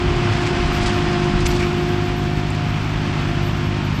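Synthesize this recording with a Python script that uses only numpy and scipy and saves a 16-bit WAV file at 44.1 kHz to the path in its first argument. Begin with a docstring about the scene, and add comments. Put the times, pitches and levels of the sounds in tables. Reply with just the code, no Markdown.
"""A thudding drone and a rough roar: a tracked mower works through dry grass, some way off.
Its three-cylinder engine puffs out exhaust, and the spinning cutting rotor hums and churns the air;
the hum fades as the machine turns. Stalks snap and debris rattles in the deck (the housing around
the blades), while a breeze bumps the microphone."""
import sys
import numpy as np
from scipy import signal
from scipy.fft import rfft, irfft
from scipy.io import wavfile

SR = 44100
rng = np.random.default_rng(int(sys.argv[2]) if len(sys.argv) > 2 else 0)


def materialize(psi):
    """Save the field psi as 16-bit PCM at rate SR to the path in sys.argv[1].

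    A 1-D psi becomes a single channel; in a 2-D psi each row is a channel.
    """
    bounded = np.clip(np.atleast_2d(psi).T, -1, 1)
    quanta = np.round(bounded * 32767).astype(np.int16)
    wavfile.write(sys.argv[1], SR, quanta)


N = 176400  # 4 seconds


def amp(db):
    """Turn decibels into a number to multiply by."""
    return 10 ** (np.asarray(db) / 20)


def unit(x):
    """Scale a signal to an average size (rms) of 1."""
    return x / np.sqrt(np.mean(x ** 2) + 1e-20)


def curve(table, column=1):
    """Join a time table's points with straight lines, giving one value per sample."""
    table = np.array(table)
    return np.interp(np.arange(N) / SR, table[:, 0], table[:, column])


def colour(x, points):
    """Set the balance of low and high frequencies (the tone colour); the result has rms 1."""
    size = 2 ** 14
    hz, db = np.transpose(points)
    grid_hz = abs(np.fft.fftfreq(size, 1 / SR))
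    log_gain = np.log(amp(np.interp(np.log(grid_hz + 1), np.log(hz + 1), db)))
    response = np.exp(np.conj(signal.hilbert(log_gain)))  # rings after a click, not before
    taps = np.fft.ifft(response).real[:size // 2]
    return unit(irfft(rfft(x) * rfft(taps, N), N))


def drift(hz):
    """Random wandering with rms 1; a higher hz wanders faster."""
    smoothing = np.exp(-(np.fft.rfftfreq(N, 1 / SR) / hz) ** 2)
    return unit(irfft(rfft(rng.standard_normal(N)) * smoothing, N))


def bursts(table, attack_s, tail_s):
    """Loudness over time for events that rise, hold and die away."""
    t = np.arange(N) / SR
    return sum(amp(db) * np.clip((t - start) / attack_s, 0, 1)
               * np.exp(-np.maximum(t - start - length / 2, 0) / tail_s)
               for start, length, db in table)


def snaps(per_s=2500, spread_db=2.5):
    """A dense crackle of random clicks, uneven in size."""
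    size = amp(spread_db * np.minimum(rng.exponential(1, N), 5))
    return size * rng.choice([-1, 1], N) * (rng.random(N) < per_s / SR)


def breeze():
    """Moving air bumps the microphone: a low rumble with a few gusts."""
    tone = [(5,-24),(20,-5),(32,0.5),(50,5),(75,-2),(120,-11.5),(300,-31.5),(1000,-67),(8000,-120)]  # rumble colour: f/Hz, level/dB
    gusts = [(.04, 0.091, -18), (.59, 0.11, -15.5), (.8, 0.13, -24), (1.31, 0.06, -23), (1.41, 0.11, -26)]  # t/s, length/s, relative level/dB
    level = amp(-32) + 0.8 * bursts(gusts, attack_s=0.023, tail_s=0.069)
    return colour(rng.standard_normal(N), tone) * level


def sizzle():
    """A thin, high sizzle that flutters and flares up now and then."""
    tone = [(10000,-66),(11300,-30),(11700,-17),(11810,-6),(11890,-10),(11990,0),(12100,-5),(12200,2),(12340,-10),(12500,-4),(12850,-16),(13100,-34),(14500,-74)]  # sizzle colour: f/Hz, level/dB
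    loudness = [(0,-69),(1,-71),(1.4,-70),(1.6,-62),(1.75,-63),(2.05,-62),(2.3,-68),(2.75,-64),(3.2,-67),(4,-69)]  # t/s, level/dB
    flares = [(.72,0.1,-54),(.925,.11,-61),(1.47,.04,-42),(2.16,.06,-58),(3.425,0.15,-58),(3.83,.05,-63),(3.93,.12,-61)]  # t/s, length/s, level/dB
    level = amp(curve(loudness) + 2.8 * drift(hz=16)) + bursts(flares, attack_s=0.01, tail_s=0.014)
    return colour(rng.standard_normal(N), tone) * level


def metal_ring(pitch_hz=5028):
    """The machine's metal rings faintly, mostly in the first second and a half."""
    loudness = [(0,-54),(.7,-51),(1.2,-50),(1.6,-61),(4,-68)]  # t/s, level/dB
    phase = 2 * np.pi * pitch_hz * np.arange(N) / SR + 0.9 * drift(hz=22)
    return np.sqrt(2) * amp(curve(loudness) + 2 * drift(hz=15)) * np.sin(phase)


def swells(width_hz=20):
    """The drone swells briefly with a hollow sound: noise close to one pitch."""
    events = [(0.115,0.13,395,-29.5),(0.256,0.34,106,-23),(0.553,0.16,375,-30)]  # swell peaks: t/s, length/s, f/Hz, level/dB
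    t = np.arange(N) / SR
    sound = np.zeros(N)
    for peak, length, hz, db in events:
        phase = 2 * np.pi * hz * t
        hollow = drift(width_hz) * np.cos(phase) + drift(width_hz) * np.sin(phase)
        sound += amp(db) * np.exp(-((t - peak) / length * 2) ** 2) * hollow
    return sound


def whines(firings):
    """Faint, wavering tones that follow the engine's speed."""
    multiples = [2.667, 5.6, 12, 16.56, 18.07, 26.45, 36]  # each whine's pitch divided by the firing rate
    levels = [-34.5, -44, -50.5, -52.5, -49, -53.5, -54]  # each whine's level/dB
    return sum(np.sqrt(2) * amp(db + 2.4 * drift(hz=4))
               * np.sin(2 * np.pi * multiple * firings + 0.69 * drift(hz=8.7))
               for multiple, db in zip(multiples, levels))


def cutting():
    """Stalks snap, clumps and debris hit the deck, grit flies and the rotor cracks something hard."""
    shred_tone = [(800,-35),(2300,-2),(4700,3),(6500,-4.5),(8000,-6),(9200,-16.5),(10400,-18),(11200,-31),(14000,-40),(16000,-61)]  # colour of snapping stalks: f/Hz, level/dB
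    shred_level = [(0, -48), (.45, -40), (.6, -43.5), (.8, -39), (1.1, -43.5), (1.35, -45), (1.55, -38.5),
                   (1.75, -46), (2.3, -48.5), (4, -50.5)]  # t/s, level/dB
    stalks = colour(snaps(), shred_tone) * amp(curve(shred_level) + 1.6 * drift(hz=25))

    clump_hits = [(.46,0.026,-34),(.825,.012,-36),(.857,0.042,-30),(1.4,0.039,-35),(1.5,0.029,-33),(1.551,0.02,-34.5),(1.592,0.025,-39)]  # t/s, length/s, level/dB
    clumps = colour(snaps(), shred_tone) * bursts(clump_hits, attack_s=0.005, tail_s=0.016)

    knock_tone = [(600,-24),(1500,-5),(2400,7),(3300,-8),(6000,-19),(12000,-55)]  # dull colour of debris: f/Hz, level/dB
    knock_hits = [(.46,0.028,-26),(1.595,0.025,-31),(1.625,0.032,-30)]  # t/s, length/s, level/dB
    knocks = colour(snaps(), knock_tone) * bursts(knock_hits, attack_s=0.004, tail_s=0.013)

    grit_tone = [(2000, -35), (5500, -12), (7200, 9), (10000, -11), (14000, -18), (16000, -22)]  # sharp colour of grit: f/Hz, level/dB
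    grit_hits = [(1.296,.003,-48),(2.503,0.004,-37.5),(2.549,.008,-45)]  # t/s, length/s, level/dB
    grit = colour(rng.standard_normal(N), grit_tone) * bursts(grit_hits, attack_s=0.0006, tail_s=0.003)

    crack_tone = [(800,-26),(2300,5),(4000,-2),(5000,0),(6000,-2),(8000,-4),(9200,-16),(10500,-16),(11500,-27),(14000,-33),(16000,-60)]  # colour of the hard hit: f/Hz, level/dB
    crack_hit = [(1.453, .03, -21)]  # t/s, length/s, level/dB
    crack = colour(rng.standard_normal(N), crack_tone) * bursts(crack_hit, attack_s=0.012, tail_s=0.0051)
    return stalks + clumps + knocks + grit + crack


def roar(firings):
    """The rotor and fan churn the air, throbbing a little with the engine, over the deck's low boom."""
    air_tone = [(260,-40),(450,-12.5),(520,-14.5),(600,-12),(700,-7),(850,-7.5),(1150,-8),(1370,-8),(1960,-11),(2430,-10),(3400,-14),(3800,-19),(4500,-20),(5400,-23.5),(6800,-31),(7600,-33.5),(8600,-39),(9100,-43.5),(10400,-49),(11200,-63),(14000,-59),(15700,-70)]  # colour of churned air: f/Hz, level/dB
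    air_level = [(0,-28.5),(.3,-26.5),(.5,-27.5),(.65,-26.5),(.98,-26),(1.3,-28),(1.6,-29),(2,-30),(2.45,-31.5),(2.9,-30.5),(3.18,-29.5),(3.5,-30.5),(4,-31)]  # t/s, relative level/dB
    boom_tone = [(20,-36.5),(70,-0.5),(120,-0.5),(190,-1.5),(250,-4.5),(340,-5),(400,-10.5),(460,-20),(600,-24),(1200,-60.5),(8000,-110)]  # colour of the deck: f/Hz, level/dB
    boom_level = [(0,-25),(.6,-24),(1,-25),(1.5,-25),(2.1,-27),(2.8,-29),(3.3,-27.5),(4,-28)]  # t/s, level/dB
    throb = (1 + 0.037 * np.cos(2 * np.pi * firings)) * amp(0.49 * drift(hz=60))
    air = colour(rng.standard_normal(N) * throb, air_tone) * amp(curve(air_level) + 0.46)
    boom = colour(rng.standard_normal(N), boom_tone) * amp(curve(boom_level))
    return air + boom


def rotor(firings, passes_per_firing=6.946):
    """Blades driven by the engine sweep past, humming at 1, 2 and 3 times their passing rate."""
    hum_levels = [(0,-27,-37.5,-43),(.3,-25.5,-34,-38.5),(.7,-29,-33.5,-43),(1.05,-25,-31,-38.5),(1.5,-24,-36,-40.5),(1.9,-24.5,-34.5,-45),(2.3,-29.5,-35.5,-57),(2.75,-42,-39.5,-53),(3.05,-36,-42.5,-54),(3.3,-34.5,-39,-49),(3.65,-32,-42,-42.5),(4,-41.5,-55,-50)]  # t/s, then level/dB for each of the three tones
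    phase = 2 * np.pi * passes_per_firing * firings + 0.14 * drift(hz=18)
    return sum(np.sqrt(2) * amp(curve(hum_levels, k) + 0.65 * drift(hz=9.3)) * np.sin(k * phase)
               for k in (1, 2, 3))


def exhaust(firings, spread_db=0.67, jitter_s=0.0001):
    """Each firing of a cylinder makes one puff; its colour changes as the machine turns."""
    cylinders = [1.5, 0.5, -1.3]  # three unequal cylinders: relative level/dB
    puff_tone = [(15,-39,-30.5),(49.7,-4.5,-6),(101,-1.5,2),(155,2.5,2),(203,1,-10),(259,-4.5,-7.5),(303,-5,-13.5),(392,-31.5,-25.5),(526,-30.5,-31),(710,-32,-28.5),(1510,-49,-45.5),(8000,-100,-100)]  # puff colour: f/Hz, side-on level/dB, turned level/dB
    course = [(0,-23,0.88),(.4,-25.5,1),(.75,-24.5,0.24),(1.3,-21.5,.03),(1.8,-23,0.2),(2.2,-20.5,0.66),(2.7,-21.5,0.91),(3.2,-22,.9),(3.65,-21,0.78),(4,-22,0.55)]  # the mower on the move: t/s, level/dB, heading (0 side-on, 1 turned)
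    starts = np.flatnonzero(np.diff(np.floor(firings)))  # wherever the count passes a whole number
    strength, delay = rng.standard_normal((len(starts), 2)).T
    starts += np.round(delay * jitter_s * SR).astype(int)
    pulses = np.zeros(N)
    pulses[starts % N] = amp(np.resize(cylinders, len(starts)) + spread_db * strength)
    side_on = colour(pulses, np.array(puff_tone)[:, [0, 1]])
    turned = colour(pulses, np.array(puff_tone)[:, [0, 2]])
    heading = curve(course, 2)
    return ((1 - heading) * side_on + heading * turned) * amp(curve(course))


def scene():
    """Add the mower and the breeze together in one channel."""
    engine_speed = [(0, 50.91), (0.3, 50.86), (0.7, 50.88), (0.9, 51.09), (1.15, 50.91), (1.7, 50.99),
                    (2.1, 51.23), (2.55, 51.02), (2.9, 51.46), (3.08, 51.2), (3.3, 50.15), (3.45, 50.4),
                    (3.7, 50.86), (4, 50.95)]  # t/s, firing rate/Hz
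    firings = np.cumsum(curve(engine_speed)) / SR  # running count of cylinder firings
    machine = exhaust(firings) + whines(firings) + rotor(firings) + roar(firings)
    return (machine + swells() + metal_ring() + cutting() + sizzle() + breeze())[None]


def record(dry):
    """Cut away the very highest treble."""
    cutoff_hz = 15700
    low_pass = signal.firwin(511, cutoff_hz, window=("kaiser", 9), fs=SR)
    return signal.oaconvolve(dry, low_pass[None], "same")


dry = scene()
out = record(dry)
materialize(out)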